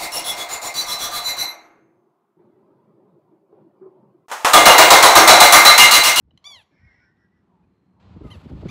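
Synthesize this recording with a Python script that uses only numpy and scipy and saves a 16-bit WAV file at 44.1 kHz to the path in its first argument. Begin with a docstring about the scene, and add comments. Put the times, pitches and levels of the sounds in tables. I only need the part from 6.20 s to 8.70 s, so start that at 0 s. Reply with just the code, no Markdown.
"""Alarm cries on a dune path

Close to the microphone a bird gives two clipped notes, one long falling cry and, later, two more cries:
harmonic stacks through a throat resonance, with rasp, echoed by the ground and the slopes.
Far off, a flock of thin bending whistles answers over a low outdoor wash of shaped noise.
Towards the end a gust rises: noise hisses in the low plants and short bursts buffet the microphone."""
import sys
import numpy as np
from scipy import signal
from scipy.fft import rfft, irfft
from scipy.io import wavfile

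SR = 44100
rng = np.random.default_rng(int(sys.argv[2]) if len(sys.argv) > 2 else 0)


def store_pcm(level_fs):
    """Save levels as 16-bit WAV."""
    pcm = np.round(np.clip(level_fs, -1, 1) * 32767).astype(np.int16)
    wavfile.write(sys.argv[1], SR, np.atleast_2d(pcm).T)


N = 110250
T, HZ = np.arange(N) / SR, np.fft.rfftfreq(N, 1 / SR)


def amp(db):
    """Decibels to gain."""
    return 10 ** (np.asarray(db) / 20)


def unit(x):
    """Scales to rms 1."""
    return x / np.sqrt(np.mean(x ** 2) + 1e-20)


def colour(points, hz):
    """Reads a spectrum on a log-frequency axis."""
    f, value = np.transpose(points)
    return np.interp(np.log(hz + 1), np.log(f), value)


def level(points):
    """Gain over time from a level curve."""
    return amp(np.interp(T, *np.transpose(points)))


def add(mix, s, sound):
    """Mixes a sound in at time s, cut off at the end."""
    part = mix[max(round(s * SR), 0):][:len(sound)]
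    part += sound[:len(part)]


def noise(gain):
    """Noise of rms 1 with the given spectrum."""
    return unit(irfft(rfft(rng.standard_normal(N)) * gain, N))


def bump(x, centre, width):
    """A bell curve."""
    return np.exp(-.5 * ((x - centre) / width) ** 2)


def wander(rate_hz, size):
    """Random drift: straight lines between rate_hz random values a second."""
    knots = np.arange(size) / SR * rate_hz
    return np.interp(knots, np.arange(2048), rng.standard_normal(size=2048))


# colour of the near voice before throat and tilt: f/Hz, level/dB
VOICE_COLOUR = [(500, -17.5), (1100, -12.5), (2100, -8), (3400, -10), (4150, -6), (4650, -6), (5150, -18),
                (5800, -9.5), (7100, -16), (8200, -35.5), (9200, -37), (10400, -22), (11700, -32),
                (13200, -41), (14500, -49.5), (16000, -64.5)]
# colour of its rasp: f/Hz, relative level/dB
RASP_COLOUR = [(200, -28), (550, 17.5), (950, 16.5), (1450, -17), (2200, 0), (3500, 5), (4700, -37),
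               (6000, -34), (7300, 5), (8900, -15), (10400, 5.5), (12000, -10), (13200, -19), (14500, -9),
               (16000, -23)]
RASP_DB = -4  # at roughness 1
EDGE_S = 0.00098  # fade at both ends
JITTER, JITTER_HZ = 0.0026, 405.4  # relative pitch drift of a clean voice
SHIMMER_DB, SHIMMER_HZ = 3.24, 111.7  # drift of each overtone's level
THROAT_WIDTH_HZ, SHRILL_HZ, SHRILL_WIDTH_HZ, TILT_FROM_HZ = 424, 10900, 820, 2830


def voice(hz, db, rough, tilt_db, throat_hz, throat_db, shrill_db):
    """A jittering harmonic stack through the throat, with rasp pulsed by each cycle."""
    n = len(hz)
    t = np.arange(n) / SR
    jitter = JITTER * (1 + 4 * rough) * wander(JITTER_HZ * 2, n)
    phase = 2 * np.pi * np.cumsum(hz * (1 + jitter)) / SR

    f = np.arange(1, 17)[:, None] * hz
    throat = throat_db * bump(f, throat_hz, THROAT_WIDTH_HZ)
    shrill = shrill_db * bump(f, SHRILL_HZ, SHRILL_WIDTH_HZ)
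    tilt = tilt_db * np.log2(np.maximum(f / TILT_FROM_HZ, 1))
    gains = amp(colour(VOICE_COLOUR, f) + throat + shrill + tilt)

    stack = np.zeros(n)
    for k, gain in enumerate(gains, 1):
        stack += gain * amp(SHIMMER_DB * wander(SHIMMER_HZ * 2, n)) * np.cos(k * phase)
    stack /= np.sqrt((gains ** 2).sum(0) / 2)  # the level stays put when the colour changes
    rasp = noise(amp(colour(RASP_COLOUR, HZ)))[:n] * (1 + .5 * np.cos(phase))
    edges = np.clip(np.minimum(t, t[-1] - t) / EDGE_S, 0, 1)
    return amp(db) * edges * (stack + amp(RASP_DB) * rough * rasp)


# the long cry, close by: t/s, pitch f/Hz, level/dB, roughness (0 = clean), overtone tilt/dB per octave
LONG_CRY = [(0.2417, 1050, -45.5, 0.3, -3), (0.249, 1126, -46, 0.02, 1), (0.27, 1176, -40, 0.15, 0.5),
            (.295, 1157, -43.5, 0.05, 0), (0.313, 1146, -44.5, 0.2, 2.5), (0.318, 1142, -44, 0, 4.5),
            (.342, 1090, -45.5, 0.12, -2), (0.36, 1023, -47.5, 0.23, -5.5), (.393, 909, -55, 0.52, -25.5),
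            (.415, 813, -56.5, 0.24, -16), (.422, 782, -66, 1.2, -14), (0.434, 740, -69, 1, -18)]
CRY_THROAT_HZ, CRY_THROAT_DB = 3510, 12.5


def long_cry():
    """The pitch rises a little, then falls, and the voice roughens as it sinks."""
    out = np.zeros(N)
    s, *controls = np.transpose(LONG_CRY)
    t = np.arange(s[0], s[-1], 1 / SR)
    hz, db, rough, tilt_db = [np.interp(t, s, c) for c in controls]
    add(out, s[0], voice(hz, db, rough, tilt_db, CRY_THROAT_HZ, CRY_THROAT_DB, 0))
    return out


# short cries, close by: start t/s, length t/s, top pitch f/Hz, bend/octaves, top level/dB,
# throat resonance f/Hz, its gain/dB, overtone tilt/dB per octave, shrill top/dB, roughness (0 = clean)
SHORT_CRIES = [(0.1076, 0.0089, 999, 0.052, -60.5, 3350, 27.5, -11.5, -25, 0),
               (0.1748, 0.0067, 1032, 0.027, -48.5, 3500, 19.5, 1.5, -3, 0),
               (2.101, .06, 1045, .33, -47, 3060, 8.5, -9.5, 24, 0.1),
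               (2.4834, .05, 1216, 0.4, -41, 2320, 9.5, -1, -2, .3)]
TOP_AT, ONSET_DB, END_DB = .3, -12, -12  # the arch: top as a share of the length, ends below the top


def short_cries():
    """Pitch and level share one arch."""
    out = np.zeros(N)
    for start, length, top_hz, bend, db, throat_hz, throat_db, tilt_db, shrill_db, rough in SHORT_CRIES:
        u = np.linspace(0, 1, round(length * SR))
        rise = np.maximum(1 - u / TOP_AT, 0) ** 2
        fall = np.maximum((u - TOP_AT) / (1 - TOP_AT), 0) ** 1.2
        hz = top_hz * 2 ** (-bend * (rise + fall))
        arch_db = db + ONSET_DB * rise + END_DB * fall
        add(out, start, voice(hz, arch_db, rough, tilt_db, throat_hz, throat_db, shrill_db))
    return out


def ground(x):
    """Quick scatter from the nearby sand and plants: fading random taps after 3 ms."""
    decay_s = 0.019
    t = T[:SR // 4]
    taps = rng.standard_normal(len(t)) * np.exp(-t / decay_s) * (t > .003)
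    return signal.fftconvolve(x, taps / np.linalg.norm(taps))[:N]


# scatter from the dunes: f/Hz, time to fall 60 dB t/s
DUNE_DECAY = [(300, .4), (1000, 0.84), (3000, 0.37), (5700, 0.53), (8000, .5), (10300, 0.36), (12200, 0.76),
              (14000, 0.17)]


def dunes(x):
    """Diffuse echo from the slopes, each band dying at its own speed."""
    hz, t, z = signal.stft(rng.standard_normal(SR), SR, nperseg=256)
    fade = amp(-60 * t / colour(DUNE_DECAY, hz)[:, None])
    tail = signal.istft(z * fade, SR, nperseg=256)[1]
    return signal.fftconvolve(x, tail / np.linalg.norm(tail))[:N]


# buffets on the microphone: centre t/s, width t/s, level/dB, corner f/Hz
BUFFETS = [(.055, 0.016, -55.5, 110.5), (.085, 0.0072, -62, 400), (0.1128, 0.0019, -63, 845),
           (0.144, 0.017, -55.5, 220), (0.547, 0.029, -64, 360), (.64, 0.026, -51, 126.3),
           (1.97, 0.0066, -36.5, 240), (2.019, 0.0069, -35, 306), (2.053, 0.01, -32, 324),
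           (2.157, 0.0064, -40.5, 340), (2.262, 0.0048, -31.5, 226), (2.316, 0.01, -37.5, 410),
           (2.335, 0.01, -31, 165), (2.367, 0.0078, -38, 327), (2.384, 0.013, -44.5, 125),
           (2.432, 0.0046, -32, 426), (2.4601, 0.0046, -24.5, 292), (2.476, 0.0097, -34, 132)]
BUFFET_SLOPE, BASS_CUT_HZ = 3.24, 20.7


def buffets():
    """Single eddies strike the microphone: bell-shaped bursts of low noise."""
    out = np.zeros(N)
    bass_cut = HZ ** 2 / (HZ ** 2 + BASS_CUT_HZ ** 2)
    for centre, width, db, corner_hz in BUFFETS:
        shape = bump(T, centre, width)
        roll_off = np.sqrt(1 + (HZ / corner_hz) ** (2 * BUFFET_SLOPE))
        eddy = noise(bass_cut / roll_off) * shape
        out += amp(db) * eddy * np.linalg.norm(shape) / np.linalg.norm(eddy)
    return out


# wind rumble at the microphone, before a further roll-off near 420 Hz: f/Hz, relative level/dB per Hz
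RUMBLE_COLOUR = [(12, -67.5), (20, -33.5), (51, -4), (80, 6.5), (300, -10.5), (357, -13.5), (399, -13),
                 (743, -19), (900, -32), (1170, -44), (1980, -120)]
# its course before the flicker: t/s, level/dB
RUMBLE_LEVEL = [(0, -77.5), (.1, -65), (.22, -73.5), (.39, -62.5), (.48, -85), (.7, -65), (.81, -67),
                (.9, -76), (1.13, -68.5), (1.3, -82.5), (1.43, -63), (1.6, -81), (1.79, -66), (1.84, -52.5),
                (1.94, -44.5), (1.995, -51), (2.1, -46), (2.17, -43), (2.205, -52), (2.24, -44.5),
                (2.295, -49.5), (2.345, -39), (2.41, -42.5), (2.5, -37.5)]


def rumble():
    """Low wind noise whose level is lumpy."""
    low = noise(amp(colour(RUMBLE_COLOUR, HZ)) / (1 + (HZ / 420) ** 3))
    return low * level(RUMBLE_LEVEL) * amp(2 * wander(45, N))


# hiss of the wind in the low plants: f/Hz, relative level/dB per Hz
HISS_COLOUR = [(300, 5), (1200, -0.5), (1700, -6.5), (3000, -8), (4500, -12.5), (5800, -23), (7800, -27),
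               (9000, -39), (16000, -69)]
# its course before the flicker: t/s, level/dB
HISS_LEVEL = [(0, -93), (.14, -79), (.18, -69), (.21, -76), (.24, -65), (.45, -75.5), (.75, -70), (1, -82),
              (1.3, -82), (1.792, -87), (1.802, -61.5), (2.01, -61), (2.06, -57), (2.22, -55.5),
              (2.35, -57.5), (2.41, -53), (2.5, -52)]
# faint treble noise above the hiss, from about 2.03 s: f/Hz, relative level/dB per Hz
TREBLE_COLOUR = [(3000, -13), (5500, -2), (7900, 8), (9000, -5.5), (10300, 5), (12300, 1), (13200, -14),
                 (14600, 2), (16000, -10)]
# its course before the flicker: t/s, level/dB
TREBLE_LEVEL = [(1.8, -105), (2.02, -112), (2.04, -81), (2.1, -77), (2.17, -75), (2.25, -83), (2.5, -84.5)]


def hiss_and_treble():
    """Broad wind hiss and a faint treble noise that flicker together."""
    hiss = noise(amp(colour(HISS_COLOUR, HZ))) * level(HISS_LEVEL)
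    treble = noise(amp(colour(TREBLE_COLOUR, HZ))) * level(TREBLE_LEVEL)
    return (hiss + treble) * amp(2.3 * wander(70, N))


def whistle(length, start_hz, middle_hz, end_hz):
    """A wavering, nearly pure note of rms 1 that bends through three pitches."""
    u = np.linspace(0, 1, round(length * SR))
    bend = np.polyfit([0, .5, 1], [start_hz, middle_hz, end_hz], 2)
    hz = np.polyval(bend, u) * (1 + 0.009 * wander(300, len(u)))
    swell = abs(np.sin(np.pi * u)) ** 0.23
    flicker = amp(2.8 * wander(120, len(u)))
    return unit(swell * flicker * np.sin(2 * np.pi * np.cumsum(hz) / SR))


# distant whistles: start t/s, length t/s, start f/Hz, middle f/Hz, end f/Hz, level/dB
FAR_WHISTLES = [(.61, 0.12, 1860, 1926, 1828, -68.5), (0.646, 0.088, 2202, 2147, 2046, -63.5),
                (0.714, 0.092, 1880, 1960, 1920, -67), (0.731, 0.11, 2000, 2095, 2130, -76),
                (0.821, .1, 1590, 1553, 1492, -72), (0.852, 0.088, 1680, 1800, 1890, -71),
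                (0.935, 0.16, 1910, 1940, 1894, -77.5), (0.974, 0.11, 1620, 1627, 1617, -84),
                (1.106, 0.097, 1890, 1986, 1850, -78), (1.301, .12, 1022, 900, 850, -74.5),
                (1.433, 0.019, 2450, 2490, 2450, -81), (1.823, 0.16, 2750, 2575, 2390, -83),
                (2.034, 0.094, 1318, 1224, 1195, -58.5), (2.039, 0.042, 2130, 2070, 2080, -67.5)]


def far_whistles():
    """The few distant notes that stand out."""
    out = np.zeros(N)
    for start, length, start_hz, middle_hz, end_hz, db in FAR_WHISTLES:
        add(out, start, amp(db) * whistle(length, start_hz, middle_hz, end_hz))
    return out


# chatter of the distant flock: t/s, level/dB
FLOCK_LEVEL = [(.47, -92), (0.539, -70), (.62, -68), (0.702, -66.5), (.84, -64.5), (.89, -70.5),
               (0.949, -85), (1.03, -70), (1.1, -89.5), (1.18, -79), (1.301, -100)]
FLOCK_LOW_HZ, FLOCK_HIGH_HZ, FLOCK_NOTE_S = 1499, 2414, .09  # pitch range at the start
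FLOCK_SAG, FLOCK_GLIDE = 0.28, 0.0605  # share of pitch lost by the end; largest bend of one note
RING_HZ, RING_WIDTH_HZ, RING_DB = 5386, 270, -14.5  # shrill overtone, relative to the flock


def flock(count=90):
    """Many overlapping whistles, sinking in pitch, with a shrill noise band above them."""
    out = np.zeros(N)
    first, last = FLOCK_LEVEL[0][0], FLOCK_LEVEL[-1][0]
    for k, (when, pitch, glide) in enumerate(rng.random((count, 3))):
        u = (k + when) / count
        hz = FLOCK_LOW_HZ + pitch * (FLOCK_HIGH_HZ - FLOCK_LOW_HZ)
        hz *= 1 - FLOCK_SAG * u ** 2
        bend = FLOCK_GLIDE * (2 * glide - 1)
        start = first + u * (last - first) - FLOCK_NOTE_S / 2
        add(out, start, whistle(FLOCK_NOTE_S, hz * (1 - bend), hz, hz * (1 + bend)))
    overlap = count * FLOCK_NOTE_S / (last - first)  # notes sounding at once
    ring = noise(bump(HZ, RING_HZ, RING_WIDTH_HZ)) * amp(RING_DB + 2 * wander(40, N))
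    return level(FLOCK_LEVEL) * (out / np.sqrt(overlap) + ring)


# a faint high trill far away: t/s, level/dB
TRILL_LEVEL = [(1.3, -110), (1.55, -92.5), (1.78, -92), (1.87, -77), (2, -100)]


def far_trill():
    """A narrow band of high noise, fluttering by its own randomness."""
    return noise(bump(HZ, 4140, 120)) * level(TRILL_LEVEL)


# a faint low drone far away: t/s, level/dB
DRONE_LEVEL = [(0, -88.5), (.85, -84), (1.15, -69), (1.85, -64.5), (2.1, -77)]


def far_drone():
    """A very narrow band of low noise, heard almost as a tone."""
    return noise(bump(HZ, 181.5, 11)) * level(DRONE_LEVEL)


# a soft swell in the middle range: t/s, level/dB
SWELL_LEVEL = [(0, -91.5), (.15, -93), (.3, -60.5), (.5, -78), (.9, -80.5), (1.15, -86), (1.33, -71),
               (1.6, -86.5), (1.8, -68.5), (2.1, -60.5), (2.5, -64.5)]


def middle_swell():
    """A band of noise in the middle range that comes and goes."""
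    return noise(bump(HZ, 887, 255)) * level(SWELL_LEVEL)


# low outdoor wash: f/Hz, relative level/dB per Hz
WASH_COLOUR = [(15, -54), (25, -23.5), (64, -8), (193, 0), (297, -6), (359, -5.5), (482, -15.5),
               (684, -21.5), (919, -21), (1450, -24.5), (1950, -28), (3000, -37), (5430, -46.5),
               (5880, -45.5), (15500, -58.5)]
# its course: t/s, level/dB
WASH_LEVEL = [(0, -73.5), (.45, -77.5), (.9, -68), (1.2, -66), (1.55, -64.5), (1.8, -65), (2.5, -60)]


def wash():
    """Steady-coloured, mostly low noise as the bed of the place."""
    return noise(amp(colour(WASH_COLOUR, HZ))) * level(WASH_LEVEL)


def scene():
    """The near bird and its echoes, wind, the far birds and the background."""
    near = long_cry() + short_cries()
    near_echo = amp(-13) * ground(near) + amp(-20) * dunes(near)
    wind = buffets() + rumble() + hiss_and_treble()
    far = far_whistles()
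    far_birds = far + amp(-11.5) * dunes(far) + flock()
    background = far_trill() + far_drone() + middle_swell() + wash()
    return (near + near_echo + wind + far_birds + background)[None]


def record(dry):
    """The microphone's bass cut at 45 Hz, then the band limit at 15.7 kHz."""
    bass_cut = signal.butter(6, 45, "high", fs=SR, output="sos")
    thin = signal.sosfilt(bass_cut, dry)
    band_limit = signal.firwin(511, 15700, window=("kaiser", 9), fs=SR)
    return signal.oaconvolve(thin, band_limit[None], "same")


dry = scene()
out = record(dry)
store_pcm(out)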